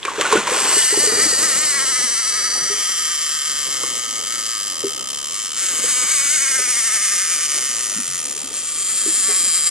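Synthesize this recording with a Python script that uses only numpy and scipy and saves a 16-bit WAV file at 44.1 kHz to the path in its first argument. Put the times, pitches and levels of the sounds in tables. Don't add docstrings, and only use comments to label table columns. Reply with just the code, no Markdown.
import sys
import numpy as np
from scipy import signal
from scipy.fft import rfft, irfft, next_fast_len
from scipy.io import wavfile
from scipy.ndimage import uniform_filter1d, map_coordinates

SR = 44100
rng = np.random.default_rng(int(sys.argv[2]) if len(sys.argv) > 2 else 0)


def store_wav(level_fs):
    pcm = np.round(np.clip(np.atleast_2d(level_fs), -1, 1) * 32767)
    wavfile.write(sys.argv[1], SR, pcm.T.astype(np.int16))


N = 427769
TIME = np.arange(N) / SR

TEETH = 18
CRUISE_PER_S = 200
# (time [s], speed [ratchet teeth per s])
RUNS = [(0.454, 87.2), (0.702, 156.7), (0.858, 236.4), (1.158, 218.9), (1.37, 263.9), (1.546, 253.5),
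        (1.679, 286.8), (2.314, 210.7), (2.779, 198.2), (3.052, 164.3), (3.658, 139.5), (4.178, 105.4),
        (4.228, 76.9), (4.28, 117.0), (4.538, 110.2), (4.946, 67.0), (5.538, 68.0), (5.62, 199.6),
        (5.767, 158.9), (5.965, 240.8), (6.246, 280.7), (6.459, 273.5), (7.089, 196.2), (7.79, 116.9),
        (8.312, 71.9), (8.513, 70.9), (8.577, 187.5), (8.716, 148.9), (8.855, 199.3), (9.153, 202.9),
        (9.7, 154.0)]
# (time [s], snaps [dB], hum [dB], share of the housing's upper resonances [dB])
EXPOSURE = [(.5, -21.5, -32, 11), (1.35, -23.5, -30, 1.5), (1.8, -25, -32.5, 3), (2.2, -24.5, -33, 3),
            (4.4, -24.5, -33, 3), (5.35, -24, -35, 2.5), (5.9, -22.5, -33, 1), (6.55, -23.5, -31.5, 5),
            (7.3, -21.5, -31.5, 5), (8, -21.5, -33.5, 5.5), (8.35, -22.5, -38, 6), (8.53, -25.5, -39, 1),
            (8.6, -27.5, -42, -2), (8.75, -25, -39.5, -2), (9.3, -19.5, -36, 2), (9.7, -19.5, -34, 3)]


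def amp(db):
    return 10 ** (np.asarray(db) / 20)


def evened(x):
    return x / np.sqrt(np.mean(x ** 2) + 1e-20)


def steadied(x, size=3000):
    power = uniform_filter1d(uniform_filter1d(x ** 2, size), size)
    return x / np.sqrt(abs(power) + 1e-6 * np.mean(x ** 2))


def curve(rows, order=1):
    rows = np.asarray(rows)
    return np.interp(TIME, rows[:, 0], rows[:, order])


def bumps(rows):
    return sum(height * np.exp(-((TIME - s) / width) ** 2) for s, height, width in rows)


def drift(per_s):
    knots = np.arange(0, 10, 1 / per_s)
    return evened(np.interp(TIME, knots, rng.standard_normal(len(knots))))


def swells(rows, rise_db_per_s):
    power = 0
    for s, db, hold, fade in rows:
        before = np.maximum(s - TIME, 0)
        after = np.maximum(TIME - s - hold, 0)
        power = power + amp(db - rise_db_per_s * before - fade * after) ** 2
    return np.sqrt(power)


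def read(points, hz):
    f, value = np.transpose(points)
    return np.interp(np.log(hz + 1), np.log(f + 1), value)


def colour(x, points, size=2048):
    db = np.maximum(read(points, abs(np.fft.fftfreq(size, 1 / SR))), -90)
    taps = np.fft.ifft(np.exp(np.conj(signal.hilbert(np.log(amp(db)))))).real
    return signal.oaconvolve(x, taps)[:N]


def sing(x, hz, width):
    turn = np.exp(2j * np.pi * np.cumsum(hz) / SR)
    r = np.exp(-np.pi * width / SR)
    smooth = signal.lfilter([(1 - r) ** 2], [1, -2 * r, r * r], x / turn + 1e-18)
    return (turn * smooth).real


def clicks(s, size):
    at = np.clip(s * SR, 0, N + 8)
    near = at.astype(int)[:, None] + np.arange(-3, 5)
    offset = near - at[:, None]
    weight = size[:, None] * np.sinc(offset) * np.sinc(offset / 4)
    return np.bincount(abs(near).ravel(), weight.ravel(), N)[:N]


def add(mix, s, sound):
    part = mix[max(round(s * SR), 0):][:len(sound)]
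    part += sound[:len(part)]


def scatter(x, t60):
    t = np.arange(SR // 8) / SR
    tail = rng.standard_normal(len(t)) * amp(-60 * t / t60)
    return signal.oaconvolve(x, tail / np.linalg.norm(tail))[:N]


def rumble():
    # (frequency [Hz], density [dB per Hz])
    rumble_colour = [(20, -5), (70, -7), (130, -5), (250, -9), (600, -22)]
    return amp(-41.0) * evened(colour(rng.standard_normal(N), rumble_colour))


def bubble(hz, t60, rise=0.078):
    t = np.arange(int(t60 * SR)) / SR
    tone = np.sin(2 * np.pi * hz * t * (1 + rise * t / t60))
    return tone * amp(-60 * t / t60) * (1 - np.exp(-(2 * hz * t) ** 2))


def froth(per_s, spread_db):
    size = amp(spread_db * np.minimum(rng.exponential(1, N), 4))
    return evened(size * rng.standard_normal(N) * (rng.random(N) < per_s / SR))


def gurgle(per_s=220, low_hz=210, high_hz=680, cycles=14, spread_db=2.5, count=14):
    water = np.zeros(N)
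    for hz in np.geomspace(low_hz, high_hz, count):
        water += signal.oaconvolve(froth(per_s / count, spread_db), bubble(hz, cycles / hz))[:N]
    return evened(water)


def lapping():
    # (arrival [s], relative level [dB], hold [s], fade [dB per s])
    waves = [(.2, -38.5, 0.48, 110), (.98, -33.5, 0.44, 25.5), (2.55, -42, 0.046, 52), (3.7, -43, 0.36, 19),
             (4.84, -44.5, 0.029, 23), (5.75, -44, 0.22, 26), (6.5, -47.5, 0.2, 25), (7.5, -46.5, 0.092, 9),
             (7.97, -48.5, 0.51, 54), (9.1, -48, 0.3, 23)]
    # (frequency [Hz], density [dB per Hz])
    wash_colour = [(35, -83), (60, -9.5), (167, -2), (347, 2), (404, 2), (530, 3.5), (678, -2.5),
                   (1000, -0.5), (1300, -34), (2200, -120)]
    # (time [s], peak level [dB], starting pitch [Hz], t60 [s])
    pockets_and_knocks = [(0.03, -7, 3100, 0.0033), (0.055, -11, 2320, 0.013), (.068, -19, 1580, 0.05),
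                          (.081, -11, 1130, 0.03), (.116, -16.5, 916, 0.035), (0.181, -19, 417, 0.088),
                          (.197, -7, 550, 0.021), (0.216, -15, 1170, 0.053), (0.252, -11, 1420, 0.032),
                          (0.325, 1.5, 970, 0.019), (0.329, -12, 438, 0.16), (0.354, -10, 374, 0.079),
                          (.357, -8, 544, 0.022), (.366, -10, 1440, 0.039), (.372, -20, 208, 0.091),
                          (.476, -9.5, 994, 0.035), (.513, -17, 1600, 0.036), (.518, -16, 493, 0.068),
                          (.522, -17, 1020, 0.027), (.657, -20, 790, 0.033), (0.767, -18, 396, 0.042),
                          (.823, -7, 3100, .006), (.925, -21, 408, 0.1), (0.942, -16.5, 860, 0.033),
                          (0.973, -13, 383, 0.041), (1.035, -19, 480, 0.064), (1.07, -21, 420, 0.12),
                          (1.121, -22.5, 452, 0.15), (1.175, -22, 407, 0.13), (1.196, -24, 484, 0.06),
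                          (1.238, -12, 1950, .012), (1.255, -25, 302, .08), (1.326, -18.5, 460, 0.035),
                          (2.039, -34, 238, 0.12), (2.553, -29, 840, 0.061), (2.62, -37, 166, 0.16),
                          (2.7, -29.5, 404, 0.2), (3.836, -13, 1130, 0.011), (3.837, -14, 463, 0.012),
                          (4.837, -18, 450, 0.055), (4.844, -15.5, 381, 0.098), (4.85, -34, 230, 0.12),
                          (5.839, -23.5, 484, 0.06), (6.588, -29, 540, 0.099), (6.595, -32, 410, .07),
                          (7.96, -31, 192, 0.19), (7.985, -27, 241, 0.14), (8.08, -42, 138, 0.39),
                          (8.357, -38, 413, 0.073), (8.435, -35, 260, 0.16), (8.44, -42, 560, 0.074),
                          (9.06, -25, 380, 0.081), (9.073, -29, 312, 0.12), (9.287, -31, 412, 0.15),
                          (9.295, -30, 720, .07)]
    churn = evened(colour(froth(per_s=2000, spread_db=-1.0), wash_colour))
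    surge = swells(waves, rise_db_per_s=74) + amp(-53)
    water = (amp(-3.5) * churn + amp(-9.0) * gurgle()) * surge * amp(2 * drift(25))
    gulps = np.zeros(N)
    for s, db, hz, t60 in pockets_and_knocks:
        add(gulps, s, amp(db) * bubble(hz, t60))
    return water + gulps + amp(-2) * scatter(gulps, t60=0.072)


def splash():
    # (arrival [s], relative level [dB], hold [s], fade [dB per s])
    sheets = [(.075, -32, 0.012, 85), (.21, -26, 0.18, 106), (.49, -25.5, 0.24, 135), (.8, -38, .01, 5)]
    # (time [s], level before colouring [dB], t60 [s])
    slaps = [(0.051, -18.5, 0.039), (.197, -26, 0.12), (0.211, -10, 0.039), (0.316, -17.5, 0.18),
             (0.325, -12, 0.078), (0.356, -21, 0.38), (0.47, -19.5, 0.12)]
    # (frequency [Hz], density [dB per Hz])
    spray_colour = [(59, -38), (100, -50), (426, -6.5), (646, -21), (1040, -5), (1290, -10), (2750, -12.5),
                    (4900, -21), (7890, -17), (11500, -36.5), (15000, -98), (22000, -120)]
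    spray = swells(sheets, rise_db_per_s=183)
    water = froth(per_s=7000, spread_db=-0.3) * spray * amp(3.0)
    t = TIME[:SR // 4]
    for s, db, t60 in slaps:
        add(water, s, amp(db - 60 * t / t60) * rng.standard_normal(len(t)))
    drops = gurgle(per_s=900, low_hz=520, high_hz=3520, cycles=22, spread_db=2.0, count=17)
    return evened(colour(water, spray_colour)) * np.std(water) + amp(-8.0) * spray * drops


def line():
    # (time [s], level [dB])
    hiss_level = [(4, -46), (5.5, -44), (7, -41), (8.5, -41)]
    # (frequency [Hz], density [dB per Hz])
    hiss_colour = [(900, -30), (1500, -3), (2500, 0), (6000, 0), (9000, -3), (12000, -14)]
    hiss = evened(colour(rng.standard_normal(N), hiss_colour))
    return amp(curve(hiss_level) + drift(20)) * hiss * np.clip(TIME - RUNS[0][0], 0, 1)


def spool_speed():
    # (time [s], extra speed [teeth per s], half width [s])
    tail_beats = [(0.77, 105, 0.061), (0.921, 42, 0.038), (1.035, 78, 0.064), (1.234, 97, 0.064),
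                  (1.45, 63, 0.049), (1.614, 38, 0.053), (5.394, 38, 0.107), (5.888, 78, 0.04),
                  (5.99, 12, 0.03), (6.052, -30, 0.022), (6.122, 62, 0.033), (6.341, 36, 0.03)]
    # (time [s], swing of the drag [teeth per s], place in the turn [turns])
    drag_grip = [(.7, 2, .03), (1.7, 6, -.25), (2.3, 9.5, -.37), (3.1, 12, -.33), (4, 7, -.39),
                 (5.2, 4.6, -.35), (6.2, 4, -.88), (6.8, 8, -.95), (7.4, 16, -1.02), (8.3, 3, -.73),
                 (9, 21, -.87), (9.3, 4, -1.03), (9.65, 20, -.84)]
    pull = curve(RUNS) + bumps(tail_beats)
    turns = np.cumsum(pull * (TIME > RUNS[0][0])) / SR / TEETH
    drag = curve(drag_grip) * np.cos(2 * np.pi * (turns + curve(drag_grip, order=2)))
    return (pull + drag) * (1 + .007 * drift(30))


def ratchet(speed, swing_db=0.14, uneven_db=1.2, jitter_s=.000006, rebound_s=.0038, slow_hz=75,
            rebound_db=-2, rebound_jitter=0.07, rebound_fade=0.6):
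    passed = np.cumsum(speed * (TIME > RUNS[0][0])) / SR
    tooth = np.arange(1, int(passed[-1]))
    s = np.interp(tooth, passed, TIME)
    slowness = slow_hz / np.interp(s, TIME, speed)
    a, b, c, d = rng.standard_normal((len(s), 4)).T
    off_centre = swing_db * np.cos(2 * np.pi * tooth / TEETH)
    force = amp(uneven_db * a + off_centre)
    again = s + rebound_s * np.sqrt(slowness) * (1 + rebound_jitter * slowness * c)
    rebound_force = force * slowness ** rebound_fade * amp(rebound_db + uneven_db * d)
    return clicks(s + jitter_s * b, force), clicks(again, rebound_force)


def chatter(hits, t60):
    keep = amp(-120 / (t60 * SR))
    return np.sqrt(signal.lfilter([1 - keep], [1, -keep], hits ** 2)) * rng.standard_normal(N)


def disperse(x, delay_s=0.000901, size=2048, count=70):
    spread = delay_s * np.minimum(rng.exponential(1, count), 4)
    delays = np.interp(np.linspace(0, count - 1, size // 2 + 1), np.arange(count), spread)
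    phase = -2 * np.pi * np.cumsum(delays) * SR / size
    taps = np.roll(irfft(np.exp(1j * phase)), size // 4)
    return signal.oaconvolve(x, taps)[size // 4:][:N]


def rattle(x, peak_s, count=4):
    u = np.arange(SR // 25) / SR / peak_s
    answers = rng.standard_normal((count, len(u))) * np.sqrt(u) * np.exp(-u / 2)
    weights = np.array([drift(1.458) for _ in answers])
    weights /= np.linalg.norm(weights, axis=0)
    ringing = np.zeros(N)
    for weight, answer in zip(weights, answers):
        ringing += weight * signal.oaconvolve(x, answer / np.linalg.norm(answer))[:N]
    return ringing


def pawl_snaps(blows, fray, pace):
    # (time [s], pose [index into the five colours below])
    turns = [(1.6, 0), (2, 1), (2.62, 1), (2.82, 2), (5.45, 2), (5.75, 3), (8.3, 3), (8.9, 4)]
    # (frequency [Hz], density [dB per Hz])
    early = [(1590, -41), (2700, -7.5), (3020, -8), (3300, -11), (3930, -9.5), (4500, -1.5), (5210, -6.5),
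             (5950, -4), (6300, -6), (7250, -2), (8250, -0.5), (9200, -9.5), (10800, -16), (11400, -38),
             (14300, -113), (22000, -120)]
    diving = [(1590, -30), (2700, -10.5), (3050, -12), (3840, -11), (4470, -3.5), (4700, -2.5),
              (5200, -8.5), (6050, 5.5), (6580, -8.5), (8230, -2.5), (9360, -7.5), (10300, -13),
              (13400, -103), (22000, -120)]
    aside = [(1590, -22), (2750, -10.5), (3090, -8.5), (3460, -8), (3770, -10), (4270, -7), (4750, -6),
             (5400, -3.5), (6000, -1.5), (6790, -3), (7780, -1), (11000, -17.5), (14300, -104),
             (22000, -120)]
    facing = [(1590, -17), (2650, -8), (3010, -10.5), (3400, -10), (4280, -8), (4950, -7.5), (5590, -5),
              (7120, 1), (8600, -1), (9100, -5.5), (10200, -8.5), (11600, -19), (15000, -72), (22000, -120)]
    late = [(1590, -21.5), (2700, -11), (3240, -16), (3800, -9), (4800, -3.5), (5290, -8.5), (6700, -4.5),
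            (7150, 4.5), (7800, 3), (8250, -3), (8600, 5), (9820, -12.5), (10600, -5.5), (11600, -23.5),
            (15000, -102), (22000, -120)]
    frayed = disperse(blows) + amp(-3) * fray * chatter(blows, t60=.03)
    rough = frayed + amp(-7.5) * rattle(frayed, peak_s=.0008, count=4)
    pose, snaps = curve(turns), np.zeros(N)
    for k, shape in enumerate([early, diving, aside, facing, late]):
        snaps += np.maximum(1 - abs(pose - k), 0) * evened(colour(rough, shape))
    snaps = signal.lfilter(*signal.butter(4, 880, "high", fs=SR), snaps)
    slope_db = 16
    return amp(curve(EXPOSURE) + slope_db * pace + 0.52 * drift(35)) * steadied(snaps)


def ring(x, modes, wander=.028, wander_db=2.2, per_s=9):
    total = np.zeros(N)
    for k, (hz, width, db) in enumerate(modes):
        gain = (-1) ** k * amp(db + wander_db * drift(per_s))
        total += gain * sing(x, hz * (1 + wander * drift(per_s)), width)
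    return total


def housing_hum(drop, rebound, fray, speed, pace):
    # (pitch [Hz], width [Hz], relative level [dB])
    housing_low = [(1245, 230, 0)]
    housing_high = [(1830, 640, 0), (2230, 440, -1.5)]
    # (time [s], extra level [dB], half width [s])
    surges = [(.97, 2, 0.051), (1.2, 2, 0.062), (1.32, -2, 0.054), (1.52, 1.5, 0.046), (1.77, 3.5, 0.076),
              (1.96, 3, 0.046), (2.44, 2, 0.17), (6.15, 0.5, .13), (6.35, -0.5, 0.029), (6.46, 2, 0.061),
              (6.57, 1.5, 0.03), (6.76, 0.5, 0.037), (7.05, 1, 0.29), (9.31, 3.5, 0.055)]
    push = drop + amp(-7) * rebound + amp(-3.5) * fray * chatter(drop + rebound, t60=.035)
    push += amp(-8) * rattle(push, peak_s=.0007, count=5)
    slope_db, open_slope_db = 14.5, 20.5
    upper_gain = amp(curve(EXPOSURE, order=3) + open_slope_db * pace)
    hum = steadied(ring(push, housing_low)) - upper_gain * steadied(ring(push, housing_high))
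    hum = signal.sosfilt(signal.cheby1(3, 1, (1060, 2480), "band", fs=SR, output="sos"), hum)
    rod = steadied(ring(drop, [(514, 220, 0)]))
    hum += amp(-16.0) * rod * speed / CRUISE_PER_S
    level_db = curve(EXPOSURE, order=2) + slope_db * pace + bumps(surges) + 1.0 * drift(30)
    return amp(level_db) * steadied(hum)


def plate_and_spool(drop, rebound, fray):
    # (time [s], side plate [dB], spool [dB])
    metal_level = [(.7, -31.5, -43), (1, -33, -34), (1.35, -60, -26), (1.6, -38, -36), (2, -35.5, -38),
                   (2.55, -43, -27.5), (2.8, -34, -37), (3.5, -35.5, -33.5), (4.1, -36.5, -37),
                   (4.55, -39, -30.5), (5, -37.5, -37.5), (5.5, -39, -42), (5.9, -34.5, -34),
                   (6.5, -39.5, -33.5), (7.1, -44.5, -33), (7.5, -37.5, -32), (8.3, -49, -44),
                   (8.8, -41, -40), (9.1, -39.5, -37), (9.5, -37.5, -30)]
    # (time [s], pitch [Hz])
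    plate_hz = [(.9, 2960), (1.7, 3090), (3, 3130), (5.2, 3100), (6.4, 3020), (7.7, 3050), (8.5, 3200),
                (9.6, 3180)]
    # (time [s], pitch [Hz])
    spool_hz = [(.8, 4730), (1.1, 4640), (1.3, 4690), (1.48, 4760), (1.9, 4720), (2.5, 4660), (3, 4730),
                (4.3, 4770), (4.8, 4860), (5.5, 4900), (7.3, 4950), (9, 4760), (9.5, 4780)]
    knock = amp(-6) * fray * chatter(drop + rebound, t60=.04)
    plate = steadied(sing(rebound + knock, curve(plate_hz), width=230))
    spool = steadied(sing(drop + knock, curve(spool_hz), width=200))
    return amp(curve(metal_level)) * plate + amp(curve(metal_level, order=2)) * spool


def reel():
    # (time [s], relative level [dB])
    fraying = [(.7, -1), (1.5, -3), (1.75, -8), (2.6, -8), (3.2, -6), (4.5, -7), (5.5, -6), (5.7, -3),
               (6.25, -3), (6.5, -7), (7.2, -6), (8.2, -3), (8.6, -2), (9.1, -8), (9.7, -6)]
    speed = spool_speed()
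    pace = np.log10(speed / CRUISE_PER_S)
    drop, rebound = ratchet(speed)
    fray = amp(curve(fraying))
    snaps = pawl_snaps(drop + rebound, fray, pace)
    metal = housing_hum(drop, rebound, fray, speed, pace) + plate_and_spool(drop, rebound, fray)
    taut = np.clip((TIME - RUNS[0][0]) / 0.33, 0, 1)
    return snaps * np.minimum(4 * taut, 1) + metal * taut


def reflected(x):
    # (time [s], delay [s])
    echo_delay = [(1, .00345), (2, .003), (3, .0032), (5.4, .00322), (6.6, .00325), (8, .00335),
                  (9.7, .00345)]
    return x + amp(-12.5) * map_coordinates(x, [(TIME - curve(echo_delay)) * SR], order=3)


def ports(x, difference, lag):
    size = next_fast_len(N)
    gain = amp(read(difference, np.fft.rfftfreq(size, 1 / SR)))
    side = irfft(rfft(x, size) * gain * np.exp(-1j * lag), size)[:N]
    return np.array([port + amp(-16) * scatter(port, t60=.08) for port in (x + side, x - side)])


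def scene():
    # (frequency [Hz], level [dB])
    ports_side = [(1100, -13), (2200, -10.5), (3600, -4), (4600, -4.5), (6000, -0.5), (8000, 1.5),
                  (9500, 9), (11000, 18.5)]
    ports_front = [(1100, -16.5), (2200, -22), (3600, -7), (6000, -3), (8500, 1.5), (11000, 9.5)]
    low = rumble()
    water = lapping() + splash()
    whine = line() + reflected(reel())
    facing = np.interp(TIME, (5, 6), [0, 1])
    from_side = ports(whine * (1 - facing), ports_side, lag=1.38)
    from_front = ports(whine * facing + water, ports_front, lag=1.45)
    return from_side + from_front + np.array([low, -low])


def record(dry):
    edge_hz = 11822
    lowpass = signal.firwin(511, edge_hz, window=("kaiser", 9), fs=SR)
    return signal.oaconvolve(np.clip(dry, -1, 1), lowpass[None], "same")


dry = scene()
out = record(dry)
store_wav(out)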